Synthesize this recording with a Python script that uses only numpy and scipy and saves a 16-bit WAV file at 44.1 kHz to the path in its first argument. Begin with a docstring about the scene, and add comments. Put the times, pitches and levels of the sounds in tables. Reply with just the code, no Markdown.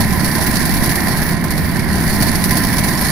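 """Vibrating plate driving sheet steel

A vibrating plate on a backhoe arm drives steel sheet into a beach. Each landing excites a low ground resonance;
loose steel rattles as noise under sizzle, chatter and clank envelopes, and rings in narrow modes.
The diesel is shaped noise, an exhaust drone and a roar of panels; wind rumbles separately on two microphone
ports, which colour the treble very differently."""
import sys
import numpy as np
from scipy import signal
from scipy.fft import rfft, irfft, next_fast_len
from scipy.io import wavfile
from scipy.ndimage import uniform_filter1d, map_coordinates

SR = 44100
rng = np.random.default_rng(int(sys.argv[2]) if len(sys.argv) > 2 else 0)


def gain_from_db(level_db):
    """Turn a decibel level (scalar or array-like) into a linear amplitude factor."""
    decades = np.asarray(level_db, float) / 20
    return 10 ** decades


def int16_out(signal):
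    """Quantize to a 16-bit WAV file."""
    q = np.round(np.clip(np.atleast_2d(signal).T, -1, 1) * 32767)
    wavfile.write(sys.argv[1], SR, q.astype(np.int16))


N = 137151  # samples, 3.11 s


def unit(x):
    """Normalisation: scales a signal to rms 1."""
    return x / np.sqrt(np.mean(x ** 2) + 1e-20)


def along(points, hz, column=1):
    """Interpolation: reads a column of a table on a log frequency axis."""
    p = np.transpose(points)
    return np.interp(np.log(hz + 1), np.log(p[0] + 1), p[column])


def wobble(rate):
    """Slow random modulation: a spline through random knots, rate of them a second."""
    knots = rng.standard_normal(int(N * rate / SR) + 4)
    return map_coordinates(knots, [np.arange(N) * rate / SR])


def filtered(x, response):
    """Linear filtering: multiplies the spectrum by a complex response of frequency."""
    m = next_fast_len(N + SR // 2)
    return irfft(rfft(x, m) * response(np.fft.rfftfreq(m, 1 / SR)), m)[..., :N]


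def peak(f, hz, width_hz):
    """Damped oscillator: the causal response of one resonance, 1 at its centre."""
    return 1j * f * width_hz / (hz * hz - f * f + 1j * f * width_hz)


def impulses(s, db):
    """Ideal impacts: single samples at the given times."""
    at = np.clip(np.round(np.asarray(s) * SR).astype(int), 0, N - 1)
    return np.bincount(at, gain_from_db(db) * np.ones(len(at)), N)


def bursts(s, db, rise_s, t60_s):
    """Exponential decay: the power of blows that rise fast and die away."""
    t = np.arange(SR // 4) / SR
    pressure = (1 - np.exp(-t / rise_s)) * gain_from_db(-60 * t / t60_s)
    return signal.fftconvolve(impulses(s, 2 * db), pressure ** 2)[:N]


def noise(spectrum, patchy_db):
    """Spectral shaping: two unrelated paths of coloured noise sharing patches of random gain."""
    z = signal.stft(rng.standard_normal((2, N)), nperseg=512)[2]
    field = uniform_filter1d(rng.standard_normal(z.shape[1:]), 6, 0)  # smooth over frequency
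    field = uniform_filter1d(field, 10, 1)  # and over time
    pair = signal.istft(z * gain_from_db(patchy_db * unit(field)), nperseg=512)[1][:, :N]
    top_hz = spectrum[-1][0] + 200
    return unit(filtered(pair, lambda hz: gain_from_db(along(spectrum, hz)) * (hz <= top_hz)))


RING_WAVER_DB, RING_WAVER_PER_S = 4, 14  # random coupling of each mode


def ringing(x, modes):
    """Modal superposition: x plus its modes, each coupled to the shaking now more, now less."""
    total = x
    for hz, width_hz, db in modes:
        coupling = gain_from_db(db + RING_WAVER_DB * wobble(RING_WAVER_PER_S))
        total = total + filtered(x * coupling, lambda f: peak(f, hz, width_hz))
    return total


# spectrum of the wind on the ports: (frequency [Hz], relative density [dB per Hz])
WIND_SPECTRUM = [(15, -40), (30, -19), (60, 5), (100, 3), (300, -32.5)]
WIND_START_DB, WIND_FADE_DB_PER_S, WIND_WAVER_DB = -21, 1.3, 1.2


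def wind():
    """Turbulent pressure: low buffeting, unrelated at the two ports, slowly easing."""
    waver_db = WIND_WAVER_DB * np.array([wobble(3), wobble(3)])
    level_db = WIND_START_DB - WIND_FADE_DB_PER_S * np.arange(N) / SR + waver_db
    return gain_from_db(level_db) * noise(WIND_SPECTRUM, patchy_db=1.5)


# spectrum of the exhaust: (frequency [Hz], relative density [dB per Hz])
DRONE_SPECTRUM = [(20, -99), (60, -57), (100, -16), (170, 0), (235, -2.5), (270, -17.5), (360, -11.5),
                  (420, -30.5), (600, -70)]
DRONE_DB = -19.5  # at mean load, between dips
DRONE_FOLLOWS = 0.15  # dB of drone per dB of plate force
EVEN_S = .03  # averaging time of the levelling
DIP_S, DIP_SHARE = .016, .7  # half length of a dip, share of the amplitude lost


def drone():
    """Band-limited noise of near-constant power: exhaust, louder under load, dipping around landings."""
    rush = noise(DRONE_SPECTRUM, patchy_db=1.5)
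    load_db = np.interp(np.arange(N) / SR, *np.transpose(PLATE_FORCE))
    dip_shape = np.hanning(int(2 * DIP_S * SR))
    dips = signal.fftconvolve(impulses(LANDINGS, 0), dip_shape, "same").clip(0, 1)
    power = np.abs(uniform_filter1d(rush ** 2, int(EVEN_S * SR)))
    even = unit(rush / np.sqrt(power + 0.13))
    level_db = DRONE_DB + DRONE_FOLLOWS * (load_db - load_db.mean())
    return gain_from_db(level_db) * even * (1 - DIP_SHARE * dips)


# spectrum of the engine block and fan: (frequency [Hz], relative density [dB per Hz])
ROAR_SPECTRUM = [(300, 3.5), (500, -8.5), (650, -2.5), (800, -4), (1250, -11), (1500, -5.5), (1850, 1.5),
                 (2100, -4.5), (2300, -8), (2500, -16), (3300, -19), (5000, -16), (8000, -90)]
# ringing engine panels: (frequency [Hz], width [Hz], level over the roar [dB])
PANEL_MODES = [(1024, 34, 8.5)]
ROAR_DB = -17.5  # before shaking and panel ringing
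ROAR_FOLLOWS = 0.38  # dB of roar per dB of steel looseness
ROAR_CLATTER = 0.24  # exponent on the rattle envelope


def engine(loose_db, level):
    """Amplitude modulation: a roar that partly shakes with the rattle and excites panel resonances."""
    clatter = unit(level / gain_from_db(loose_db)) ** ROAR_CLATTER
    shaking = clatter * gain_from_db(ROAR_FOLLOWS * (loose_db - loose_db.mean()))
    roar = gain_from_db(ROAR_DB) * shaking * noise(ROAR_SPECTRUM, patchy_db=1.0)
    return filtered(roar, lambda f: 1 + sum(gain_from_db(db) * peak(f, hz, width) for hz, width, db in PANEL_MODES))


# how freely the steel rattles: (time [s], level [dB])
LOOSENESS = [(0, -23.5), (.15, -24), (.45, -22), (.85, -22.5), (1.1, -23.5), (1.33, -24), (1.36, -32.5),
             (1.43, -32), (1.5, -28), (1.85, -29), (1.95, -24), (2.3, -22), (2.45, -23.5), (2.8, -22),
             (3.11, -21.5)]
# clanks of loose steel, from loud to inaudible:
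# (time [s], nominal peak level before colouring and scatter [dB])
STEEL_CLANKS = [(0.0044, -5.5), (0.245, -7.5), (0.313, -12), (0.4105, -12), (0.466, -5.5), (0.351, -9),
                (0.5546, -8), (0.653, -6), (0.7384, -9), (0.834, -6), (0.858, -6.5), (0.892, -7.5),
                (0.955, -6), (1.082, -10.5), (1.113, -12), (1.17, -12), (1.4395, -13), (1.505, -9),
                (1.578, -12), (1.793, -13), (1.943, -40), (2.0323, -61), (2.097, -12), (2.1605, -41),
                (2.2226, -7), (2.2653, -11), (2.353, -10.5), (2.4395, -3), (2.5073, -4.5), (2.5685, -3.5),
                (2.634, -11), (2.728, -13.5), (2.782, -8), (2.84, -7), (2.887, -12), (3.011, -7.5),
                (3.0649, -11)]
SIZZLE_DB = -4  # relative to looseness
CHATTER_PER_S, CHATTER_T60_S = 130, .03
CHATTER_DB, CHATTER_SPREAD_DB = -2, 10  # weakest blow relative to looseness, range above it
CLANK_CREST_DB, CLANK_SCATTER_DB, CLANK_T60_S = 7, 1.5, .085


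def rattling(rise_s):
    """Addition of powers: steady sizzle, random chatter and clanks set the level of loose steel."""
    loose_db = np.interp(np.arange(N) / SR, *np.transpose(LOOSENESS))
    draw = rng.random((int(CHATTER_PER_S * N / SR), 2))
    chatter_db = CHATTER_DB + CHATTER_SPREAD_DB * draw[:, 1]
    chatter = bursts(draw[:, 0] * N / SR, chatter_db, rise_s, CHATTER_T60_S)
    s, peak_db = np.transpose(STEEL_CLANKS)
    clank_db = peak_db - CLANK_CREST_DB + CLANK_SCATTER_DB * rng.standard_normal(len(s))
    clanks = bursts(s, clank_db, rise_s, CLANK_T60_S)
    power = gain_from_db(2 * loose_db) * (gain_from_db(2 * SIZZLE_DB) + chatter) + clanks
    return loose_db, np.sqrt(np.abs(power))


# colour of the rattle: (frequency [Hz], relative density [dB per Hz])
STEEL_SPECTRUM = [(1500, -40), (2600, -10), (3300, -10), (4200, -2), (5300, -2.5), (6500, -6.5),
                  (7200, -10), (8500, -8), (9300, -4), (10300, 1), (11000, -4), (11800, -9), (13000, -10.5),
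                  (14000, -12), (15600, -18)]
# ringing modes of the steel: (frequency [Hz], width [Hz], mean level over the colour [dB])
STEEL_MODES = [(2290, 60, 6), (4428, 60, -1), (4590, 70, -3), (5400, 55, -4), (13161, 45, 10.5),
               (13340, 50, 4), (15225, 70, 13.5)]
SMALL_PARTS_HZ = 11200  # small parts sound above this


def steel(level, small_level):
    """Forced vibration: scraping contacts of large parts, and of small ones on top, keep the modes ringing."""
    rush = noise(STEEL_SPECTRUM, patchy_db=1.0)
    top = lambda f: 1 / (1 + (SMALL_PARTS_HZ / (f + 1)) ** 12)
    large_parts = filtered(level * rush, lambda f: 1 - top(f))
    small_parts = filtered(small_level * rush, top)
    return ringing(large_parts + small_parts, STEEL_MODES)


# hard landings of the plate, mostly on every second shake: (time [s])
LANDINGS = [.002, .055, .122, .178, .237, .296, .42, .482, .543, .641, .702, .763, .828, .883, .912, 1.044,
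            1.077, 1.107, 1.14, 1.223, 1.283, 1.345, 1.401, 1.453, 1.503, 1.56, 1.602, 1.7, 1.762, 1.822,
            1.869, 1.896, 1.949, 2.01, 2.071, 2.151, 2.211, 2.245, 2.275, 2.341, 2.403, 2.462, 2.525, 2.59,
            2.652, 2.713, 2.774, 2.831, 2.893, 2.955, 3.015, 3.08]
# force of the plate on the sheet: (time [s], thud peak level before scatter [dB])
PLATE_FORCE = [(0, -8), (1.1, -9), (1.5, -10.5), (2.1, -7.5), (2.7, -8.5), (2.95, -13.5)]
THUD_LEAD_S, THUD_SCATTER_DB = .005, 1.2  # the push starts before the thud peaks
REBOUND_S, REBOUND_DB = .031, -7.5  # after the landing, relative to its force
GROUND_HZ, GROUND_WIDTH_HZ = 169.4, 208


def plate():
    """Impulse response: each landing is a short low push or pull; a weaker rebound fills a skipped shake."""
    s = np.array(LANDINGS) - THUD_LEAD_S
    force_db = np.interp(s, *np.transpose(PLATE_FORCE))[:, None]
    db = force_db + THUD_SCATTER_DB * rng.standard_normal((len(s), 2))
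    skipped = np.diff(s, append=N / SR) > 1.5 * REBOUND_S
    landings = impulses(s, db[:, 0])
    rebounds = impulses(s[skipped] + REBOUND_S, db[skipped, 1] + REBOUND_DB)
    push = (landings + rebounds) * np.sign(rng.standard_normal((2, N)))
    body = lambda f: peak(f, GROUND_HZ, GROUND_WIDTH_HZ) ** 4
    single_peak = np.abs(filtered(impulses([0], 0), body)).max()
    return filtered(push, body) / single_peak * [[1], [.5]]  # the second path is half as strong


# left port against right: (frequency [Hz], level [dB], likeness [-1 to 1])
LEFT_COLOUR = [(60, 0, .7), (170, -2, .8), (350, -5, .76), (500, -6.5, .7), (800, -6, .92), (1250, -6, .55),
               (1850, -8, .8), (2300, -3, .55), (3000, -13, -.3), (4500, -18, .7), (6000, -16, .5),
               (7300, -7, -.45), (8050, -23, .1), (8800, -10, .5), (10300, -5, .55), (11000, 3, .65),
               (12000, 10, -.4), (12600, 9, -.65), (13600, 0, .3), (15200, -1, .65)]
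LEFT_LAG_S = 3.5e-5  # applied below 3 kHz


def ports(paths):
    """Partial coherence: right hears the first path; left, slightly late, a coloured mix of both."""
    alike = lambda f: np.clip(along(LEFT_COLOUR, f, column=2), -1, 1)
    lag = lambda f: np.exp(-2j * np.pi * f * LEFT_LAG_S * (f < 3000))
    gain = lambda f: gain_from_db(along(LEFT_COLOUR, f)) * lag(f)
    left = filtered(paths, lambda f: gain(f) * np.array([alike(f), np.sqrt(1 - alike(f) ** 2)]))
    return np.array([left.sum(axis=0), paths[0]])


def scene():
    """Superposition: all sources add at the two ports."""
    loose_db, level = rattling(rise_s=.0006)
    # small parts share the clanks, with their own random chatter and clank scatter
    _, small_level = rattling(rise_s=.002)
    machine = drone() + engine(loose_db, level)
    return wind() + ports(machine + steel(level, small_level) + plate())


def band_limit(x):
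    """A steep low-pass at the top of the band."""
    return signal.sosfilt(signal.butter(12, 15910, fs=SR, output="sos"), x)


def record(dry):
    """Band limitation: nothing passes above a sharp upper edge."""
    mix = filtered(dry, lambda f: f < 15850)  # Hz
    return band_limit(mix)


dry = scene()
out = record(dry)
int16_out(out)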